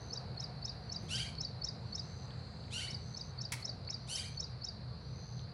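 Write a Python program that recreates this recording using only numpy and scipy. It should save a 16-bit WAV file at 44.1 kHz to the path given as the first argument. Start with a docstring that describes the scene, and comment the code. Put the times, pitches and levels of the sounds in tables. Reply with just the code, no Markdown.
"""A distant machine rumbles under the end of an insect's trill, and at once a small bird starts its four-note call.
It repeats through the evening over a hillside field; a larger bird squawks three times in rough harmonic strokes.
The insect trills in bouts of falling chirps over a far cricket chorus of narrow noise; shaped noise is the air.
Something dry snaps loudly once close by, as cracks with a sharp front; a low thump and damped ticking rings
are heard too. Scattered, decaying echoes from the hill follow the near sounds."""
import sys
import numpy as np
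from scipy import signal
from scipy.fft import rfft, irfft
from scipy.io import wavfile
from scipy.ndimage import uniform_filter1d

SR = 44100
rng = np.random.default_rng(int(sys.argv[2]) if len(sys.argv) > 2 else 0)


def voltage_ratio(level):
    """Linear amplitude factor for a level in decibels (scalar or array-like)."""
    return 10 ** (np.asarray(level, float) / 20)


def put_to_file(sound):
    """Save the sound as 16-bit audio at rate SR, in the file named by the first command-line argument."""
    columns = np.atleast_2d(sound).T  # one column per channel
    safe = np.clip(columns, -1, 1)
    whole_steps = np.round(safe * 32767)
    wavfile.write(sys.argv[1], SR, whole_steps.astype(np.int16))


N = 243873  # samples in the scene


def evened(x):
    """Scales to rms 1."""
    return x / np.sqrt(np.mean(x ** 2) + 1e-20)


def read(points, hz):
    """Reads a curve over frequency on a log-frequency axis."""
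    f, value = np.transpose(points)
    return np.interp(np.log(hz + 1), np.log(f + 1), value)


def level_curve(rows):
    """A level in dB at every sample of the scene."""
    s, db = np.transpose(rows)
    return np.interp(np.arange(N) / SR, s, db)


def course(rows):
    """Start time and the columns of a curve, sample by sample."""
    s, *columns = np.transpose(rows)
    t = np.arange(s[0], s[-1], 1 / SR)
    return s[0], *(np.interp(t, s, c) for c in columns)


def add(mix, s, sound):
    """Mixes a sound in at time s, trimmed to the scene."""
    at = round(s * SR)
    part = mix[max(at, 0):][:max(len(sound) + min(at, 0), 0)]
    part += sound[max(-at, 0):][:len(part)]


def slow_noise(span, count):
    """Random wavering: noise averaged over a span of samples."""
    return uniform_filter1d(rng.standard_normal(8000), span)[:count]


def whistle(rows, overtone_db):
    """A gliding fundamental and its octave on a level curve, with soft ends."""
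    s, hz, db = course(rows)
    phase = 2 * np.pi * (np.cumsum(hz) / SR + rng.random())
    tone = np.sin(phase) + voltage_ratio(overtone_db) * np.sin(2 * phase)
    return s, np.sqrt(2) * voltage_ratio(db) * tone * signal.windows.tukey(len(hz), .15)


def resonate(x, hz, width):
    """A steep resonance: shift down, smooth twice, shift back."""
    turn = np.exp(2j * np.pi * np.cumsum(hz * np.ones(len(x))) / SR)
    r = np.exp(-np.pi * width / SR)
    smooth = signal.lfilter([(1 - r) ** 2], [1, -2 * r, r * r], x / turn)
    return 2 * (turn * smooth).real


def fuzzy_tones(tones, level, bend=1):
    """Noise in narrow resonances on one level curve."""
    tone = sum(voltage_ratio(db) * evened(resonate(rng.standard_normal(N), hz * bend, width))
               for hz, width, db in tones)
    return evened(tone) * voltage_ratio(level_curve(level))


def note_course(rest_hz, bend_hz, bend_s, rise, fall):
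    """A note's pitch bends exponentially from its rest; its level falls away on both sides of the peak."""
    t = np.arange(-1.2 * rise, 1.15 * fall, 10 / SR)
    shape = np.where(t < 0, abs(t / rise) ** 1.5, abs(t / fall) ** 1.9)
    hz = np.clip(rest_hz + bend_hz * np.exp(t / bend_s), 3000, 8000)
    return np.transpose([t, hz, -20 * shape])


# calls: (t/s of the rising note's peak, level/dB, first and last note's level/dB against it,
#         t/s from there to the last note's peak)
CALLS = [(0.1354, -36.5, -7, -1, 0.0405), (0.4044, -38, -3, 0, 0.0381), (0.6545, -35.5, -8, -3.5, 0.0415),
         (0.9252, -36.5, -5, -1.5, 0.0381), (1.1589, -38, -12, -.5, 0.0421), (1.4118, -35, -4.5, 0, 0.0391),
         (1.6474, -35, -3.5, -1, 0.0411), (1.9557, -36.5, -2, 0, 0.0411), (2.9093, -41, -3, 2, 0.0381),
         (3.1747, -40, -3.5, -1, 0.0381), (3.4162, -39, -3.5, 0, 0.0379), (3.6547, -36.5, -5.5, -2, 0.0401),
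         (3.9052, -35.5, -5.5, -1.5, 0.0391), (4.1592, -36, -7, -5.5, 0.0386),
         (4.4044, -35.5, -4, -4.5, 0.0387), (4.6483, -35.5, -5, -4, 0.0397)]
# the four notes: (rest f/Hz, bend f/Hz, bend time t/s, t/s from 20 dB down up to the peak, t/s to 20 dB down)
FIRST_NOTE = (4480, -40, .003, .011, .0042)
RISING_NOTE = (5040, 350, .0039, .0115, .0076)
LOW_NOTE = (3950, -100, -.01, .009, .0062)
LAST_NOTE = (4590, 270, -.003, .0048, .0105)


def small_bird():
    """Four gliding whistled notes a call, each scattered a little in pitch and level."""
    out = np.zeros(N)
    first_lead_s, low_lead_s, low_db = .0241, .013, -9  # leads on the rising and the last note
    for s, db, first_db, last_db, gap in CALLS:
        notes = ((FIRST_NOTE, -first_lead_s, first_db, -66), (RISING_NOTE, 0, 0, -66),
                 (LOW_NOTE, gap - low_lead_s, low_db, -66), (LAST_NOTE, gap, last_db, -46))
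        for note, at, rel_db, overtone_db in notes:
            pitch_drift, level_drift_db = rng.standard_normal(2)
            rows = note_course(*note) * [1, 1 + 0.011 * pitch_drift, 1]
            lead, sound = whistle(rows, overtone_db)
            add(out, s + at + lead, voltage_ratio(db + rel_db + level_drift_db) * sound)
    return out


def stroke_course(factor, pace):
    """Start, pitch and level of one stroke: pitch climbs and levels off while level swells, holds and dies."""
    open_hz, top_hz, climb_s = 1034, 1610, .028  # at pitch factor 1 and pace 1
    lead_s, swell_s, hold_s, die_s = .008, .028, .056, .026  # at pace 1
    t = np.arange(-lead_s, swell_s + hold_s + die_s, pace / SR)
    hz = factor * (top_hz - (top_hz - open_hz) * np.exp(-t / climb_s))
    db = np.interp(t, [-lead_s, 0, swell_s, swell_s + hold_s, t[-1]], [-35, -12, 0, 0, -37])
    return -lead_s / pace, hz, db


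# throat resonance: (f/Hz, relative level/dB)
THROAT = [(1000, -36), (1600, -13), (2400, -5.5), (3100, 2), (4500, -3.5), (6000, -7.5), (8000, -13),
          (10800, -14.5), (12500, -34)]


def squawk_stroke(effort_db, factor, pace, rough, tilt_db):
    """Eight wavering harmonics and a rush of hiss, both coloured by the throat."""
    lead, hz, db = stroke_course(factor, pace)
    count = len(hz)
    hz = hz * (1 + .25 * slow_noise(250, count))
    turns, stack = np.cumsum(hz) / SR, 0
    for k in range(1, 9):
        flutter = 1 + 2.2 * (k - .6) * slow_noise(90, count)  # breaks up the upper lines most
        gain = voltage_ratio(read(THROAT, k * hz) + (tilt_db + .25 * db) * np.log2(k))  # soft moments are dull
        stack = stack + gain * np.cos(2 * np.pi * k * turns) * flutter
    f = np.fft.rfftfreq(8000, 1 / SR)
    hiss_db = read(THROAT, f) + (tilt_db + 10) * np.log2(1 + f / 1500)  # turbulence is brighter than the voice
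    hiss = irfft(rfft(rng.standard_normal(8000)) * voltage_ratio(hiss_db))[:count]
    hiss = hiss * voltage_ratio(0.45 * db - 70 * np.arange(count) / SR)  # the rush of air slackens through the stroke
    voice = (1 - rough) * evened(stack) + rough * evened(hiss)
    return lead, voltage_ratio(effort_db + db) * evened(voice) * signal.windows.tukey(count, .1)


# glide of the second voice: (t/s, f/Hz of the fundamental at pitch factor 1, relative level/dB)
SLIDE = [(0, 1720, -6), (.016, 2050, -1), (.032, 2460, 0), (.047, 2220, -6), (.061, 2400, -7),
         (.076, 2100, -20)]


def squawk_slide(db, factor):
    """A quavering glide whose octave is stronger than its fundamental."""
    lead, sound = whistle([(s, hz * factor, rel_db) for s, hz, rel_db in SLIDE], 4.5)
    return lead, voltage_ratio(db) * sound * (1 + 3.0 * slow_noise(150, len(sound)))


# squawks: (t/s, effort level/dB, pitch factor, t/s between strokes, brightness/dB per octave)
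SQUAWKS = [(1.084, -42.5, 1.0, .073, -3), (2.707, -44.5, .96, .071, -2.5), (4.074, -44.5, 1.01, .071, 2.5)]
# first, second and third stroke: (relative level/dB, pace factor, roughness 0-1, added brightness/dB per octave)
STROKE_STEPS = [(0, .95, .2, 0), (-3, 1.08, .36, -.5), (-15.5, 1.17, .45, 0)]


def large_bird():
    """Three overlapping rough strokes a squawk, with two quieter slides of a second voice."""
    out = np.zeros(N)
    for s, effort_db, factor, gap, tilt_db in SQUAWKS:
        for j, (step_db, pace, rough, more_db) in enumerate(STROKE_STEPS):
            lead, sound = squawk_stroke(effort_db + step_db, factor, pace, rough, tilt_db + more_db)
            add(out, s + j * gap + lead, sound)
        for j in range(2):
            lead, sound = squawk_slide(effort_db - 11 - 1.5 * j, factor)  # the second is softer
            add(out, s + .087 + .067 * j + lead, sound)
    throat_top = signal.cheby2(10, 50, 12268.8, fs=SR, output="sos")  # 50 dB down from this Hz up
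    return signal.sosfilt(throat_top, out)


# bouts: (t/s of the last pulse, base level/dB)
TRILLS = [(0.1658, -60), (1.2124, -62.5), (2.2561, -62), (3.3069, -59.5), (4.3754, -60.5), (5.4146, -61)]
# course of a bout: (t/s before its end, f/Hz, relative level/dB)
TRILL = [(0, 6120, 3), (.22, 6120, 2.5), (.3, 6020, -3.5), (.4, 5850, -11)]


def insect():
    """Each wing stroke is a short falling chirp; a bout grows, rises and slows a little."""
    out, t = np.zeros(N), np.arange(-220, 220) / SR
    gap_s, haste_s = .01135, .000012  # pulses lie closer the further back from the end
    back, pitch_hz, level_db = np.transpose(TRILL)
    for end, db in TRILLS:
        for j, (pitch_drift, turn, level_drift) in enumerate(rng.standard_normal((38, 3))):
            before = gap_s * j - haste_s * j * j
            grown = voltage_ratio(np.interp(before, back, level_db))
            hz = np.interp(before, back, pitch_hz) * (1 + .004 * pitch_drift)
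            phase = 2 * np.pi * (hz * t - 32000 * grown * t ** 2 + turn)  # stronger strokes fall faster
            tone = np.sin(phase) + voltage_ratio(-33) * np.sin(2 * phase)
            pulse = np.exp(-(t / .0021) ** 2) * tone
            add(out, end - before + t[0], np.sqrt(2) * voltage_ratio(db + 0.45 * level_drift) * grown * pulse)
    return out


# the snap, its after-crackle, and a faint crack and a rustle before: (t/s, level/dB, length t/s, tilt/dB per octave)
SNAPS = [(.417, -63.5, .022, -4), (1.024, -66, .05, -4), (3.5205, -36.5, .011, 0), (3.533, -41, .012, -1),
         (3.596, -57, .035, -4)]
# colour of the cracks: (f/Hz, relative level/dB per Hz)
SNAP_COLOUR = [(470, -52), (800, -11), (1010, -8), (1750, -10), (2100, 1), (2750, -10), (5900, -8),
               (7500, -12.5), (10500, -10.5), (14500, -33), (15800, -20)]


def snaps():
    """Bursts of uneven cracks with a sharp front."""
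    out, t, hz = np.zeros(N), np.arange(4096) / SR, np.fft.rfftfreq(4096, 1 / SR)
    for s, db, length, tilt_db in SNAPS:
        unevenness_db = 2 * np.minimum(rng.exponential(1, 4096), 3)
        cracks = rng.standard_normal(4096) * voltage_ratio(unevenness_db)
        colour_db = read(SNAP_COLOUR, hz) + tilt_db * np.log2(1 + hz / 2000)
        burst = evened(irfft(rfft(cracks) * voltage_ratio(colour_db)))
        envelope = np.minimum(t / 0.00027, 1) * np.exp(-(t / length) ** 4)
        add(out, s, voltage_ratio(db) * burst * envelope)
    return out


# a low thump and short ticks: (t/s, peak level/dB, f/Hz)
THUMP_AND_TICKS = [(1.03, -40, 115), (1.036, -46, 356), (1.353, -39.5, 4600), (2.307, -43, 3500),
                   (2.64, -49, 3450), (2.682, -49, 2200), (3.69, -44.5, 645), (3.85, -44, 4455),
                   (3.889, -41, 2300), (4.347, -45, 3840), (5.394, -40.5, 3800)]


def thump_and_ticks():
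    """Short damped rings, the lowest a thump, and a few faint ticks by chance."""
    out, t = np.zeros(N), np.arange(2000) / SR
    chance = rng.random((20, 3))
    times = np.cumsum(-np.log(chance[:, 0])) / 1.5  # 1.5 faint ticks a second on average
    faint = [(s, -61 - 8 * b, 3600 * 2 ** (c - .5)) for s, (_, b, c) in zip(times, chance)]
    for s, db, hz in THUMP_AND_TICKS + faint:
        u = np.pi * .33 * hz * t  # the ring's width is .33 of its pitch
        add(out, s, voltage_ratio(db) * np.e * u * np.exp(-u) * np.sin(2 * np.pi * hz * t))
    return out


# echo decay of the hillside: (f/Hz, t60 t/s)
HILL = [(1000, 0.43), (3000, 0.34), (6000, 0.28), (10000, 0.27), (14000, .15)]


def hill(x):
    """Scattered returns from plants, sheds and slope, each band dying at its own speed."""
    taps = np.zeros(SR // 2)
    at = np.arange(200, SR // 2 - 20, 20)
    taps[at + rng.integers(0, 20, len(at))] = rng.choice([-1., 1.], len(at))
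    hz, t, z = signal.stft(taps, SR, nperseg=256)
    decay = voltage_ratio(-60 * t / read(HILL, hz)[:, None])
    tail = signal.istft(z * decay, SR, nperseg=256)[1]
    return signal.fftconvolve(x, tail / np.linalg.norm(tail))[:N]


# chorus bands: (f/Hz, width f/Hz, relative level/dB)
CHORUS = [(4100, 39, -5.5), (4220, 18, -5), (4489, 82, -1), (4810, 77, -5), (4400, 960, -2)]
# its steady level: (t/s, level/dB)
CHORUS_LEVEL = [(0, -60), (5.53, -60)]


def cricket_chorus():
    """The far crickets blur into a steady bed of narrow noises."""
    return fuzzy_tones(CHORUS, CHORUS_LEVEL)


# far insect bands: (f/Hz at 2.1 s, width f/Hz, relative level/dB)
FAR_INSECTS = [(7000, 230, -3), (7500, 200, 1), (8000, 260, -3), (6250, 260, 3)]
# their single bout: (t/s, level/dB)
FAR_SWELL = [(0, -110), (1.6, -92), (2.0, -78), (3.1, -77.5), (3.5, -95), (5.53, -115)]


def far_insects():
    """One bout of higher narrow noises that creep up in pitch."""
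    creep = 1 + .035 * (np.arange(N) / SR - 2.1)  # share of pitch gained a second
    return fuzzy_tones(FAR_INSECTS, FAR_SWELL, creep)


# rumble bands: (f/Hz, width f/Hz, relative level/dB)
RUMBLE = [(65.3, 15.5, -6), (90.4, 11, -3), (123.2, 13.6, 1.5), (156.3, 18.6, -4.5), (206.8, 8.8, -10),
          (260, 9, -19.5)]
# its level, drifting by chance: (t/s, level/dB)
RUMBLE_LEVEL = [(0.0, -45), (0.12, -50), (0.26, -46), (0.97, -48), (1.05, -44), (1.45, -47.5), (4.4, -48),
                (5.45, -46), (5.53, -50)]
# drone bands: (f/Hz, width f/Hz, relative level/dB)
DRONE = [(462.6, 14, -0.5), (692.3, 28, -0.5), (730, 124, 4.5)]
# its fading: (t/s, level/dB)
DRONE_FADE = [(0, -61.5), (2.6, -69), (5.53, -72)]


def machine():
    """A rumble of low resonances whose level drifts by chance, and a drone that fades."""
    return fuzzy_tones(RUMBLE, RUMBLE_LEVEL) + fuzzy_tones(DRONE, DRONE_FADE)


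# colour of the air: (f/Hz, relative level/dB per Hz)
AIR = [(18, -46), (30, -18), (123, -1), (307, -19.5), (467, -14), (591, -17), (1510, -24.5), (2690, -33),
       (3400, -40), (4090, -23), (4540, -35.5), (5450, -47), (7460, -52), (9680, -48.5), (15500, -80)]
# its drift about the base level: (t/s, relative level/dB)
AIR_DRIFT = [(0.0, 3), (5.53, -0.5)]


def air():
    """The far wash of the valley: shaped noise in soft patches over time and pitch."""
    base_db = -53
    frames, hz = N // 256 + 5, np.fft.rfftfreq(1024, 1 / SR)
    a, b, patches = rng.standard_normal((frames, 513, 3)).T
    patches = uniform_filter1d(patches, 12, 0)  # across frequency
    patches = evened(uniform_filter1d(patches, 14, 1))  # across time
    z = (a + 1j * b) * voltage_ratio(read(AIR, hz)[:, None] + 1.15 * patches)
    wash = evened(signal.istft(z, nperseg=1024, noverlap=768)[1][:N])
    return voltage_ratio(base_db + level_curve(AIR_DRIFT)) * wash


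def scene():
    """Near callers with their echoes over the far beds."""
    small, large, trill, knocks = small_bird(), large_bird(), insect(), snaps() + thump_and_ticks()
    near = small + large + trill + knocks
    echoes = voltage_ratio(-11.5) * hill(small) + voltage_ratio(-5) * hill(large)
    echoes = echoes + voltage_ratio(-12) * hill(trill) + voltage_ratio(-8) * hill(knocks)
    beds = cricket_chorus() + far_insects() + machine() + air()
    return (near + echoes + beds)[None]


def low_pass(x):
    """Removes everything above the highest recorded frequency."""
    return signal.sosfilt(signal.butter(12, 15960, fs=SR, output="sos"), x)


def record(dry):
    """The microphone loses the deepest bass, below about 46 Hz."""
    bass_cut = signal.butter(6, 46, "high", fs=SR, output="sos")
    mix = signal.sosfilt(bass_cut, dry)
    return low_pass(mix)


dry = scene()
out = record(dry)
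put_to_file(out)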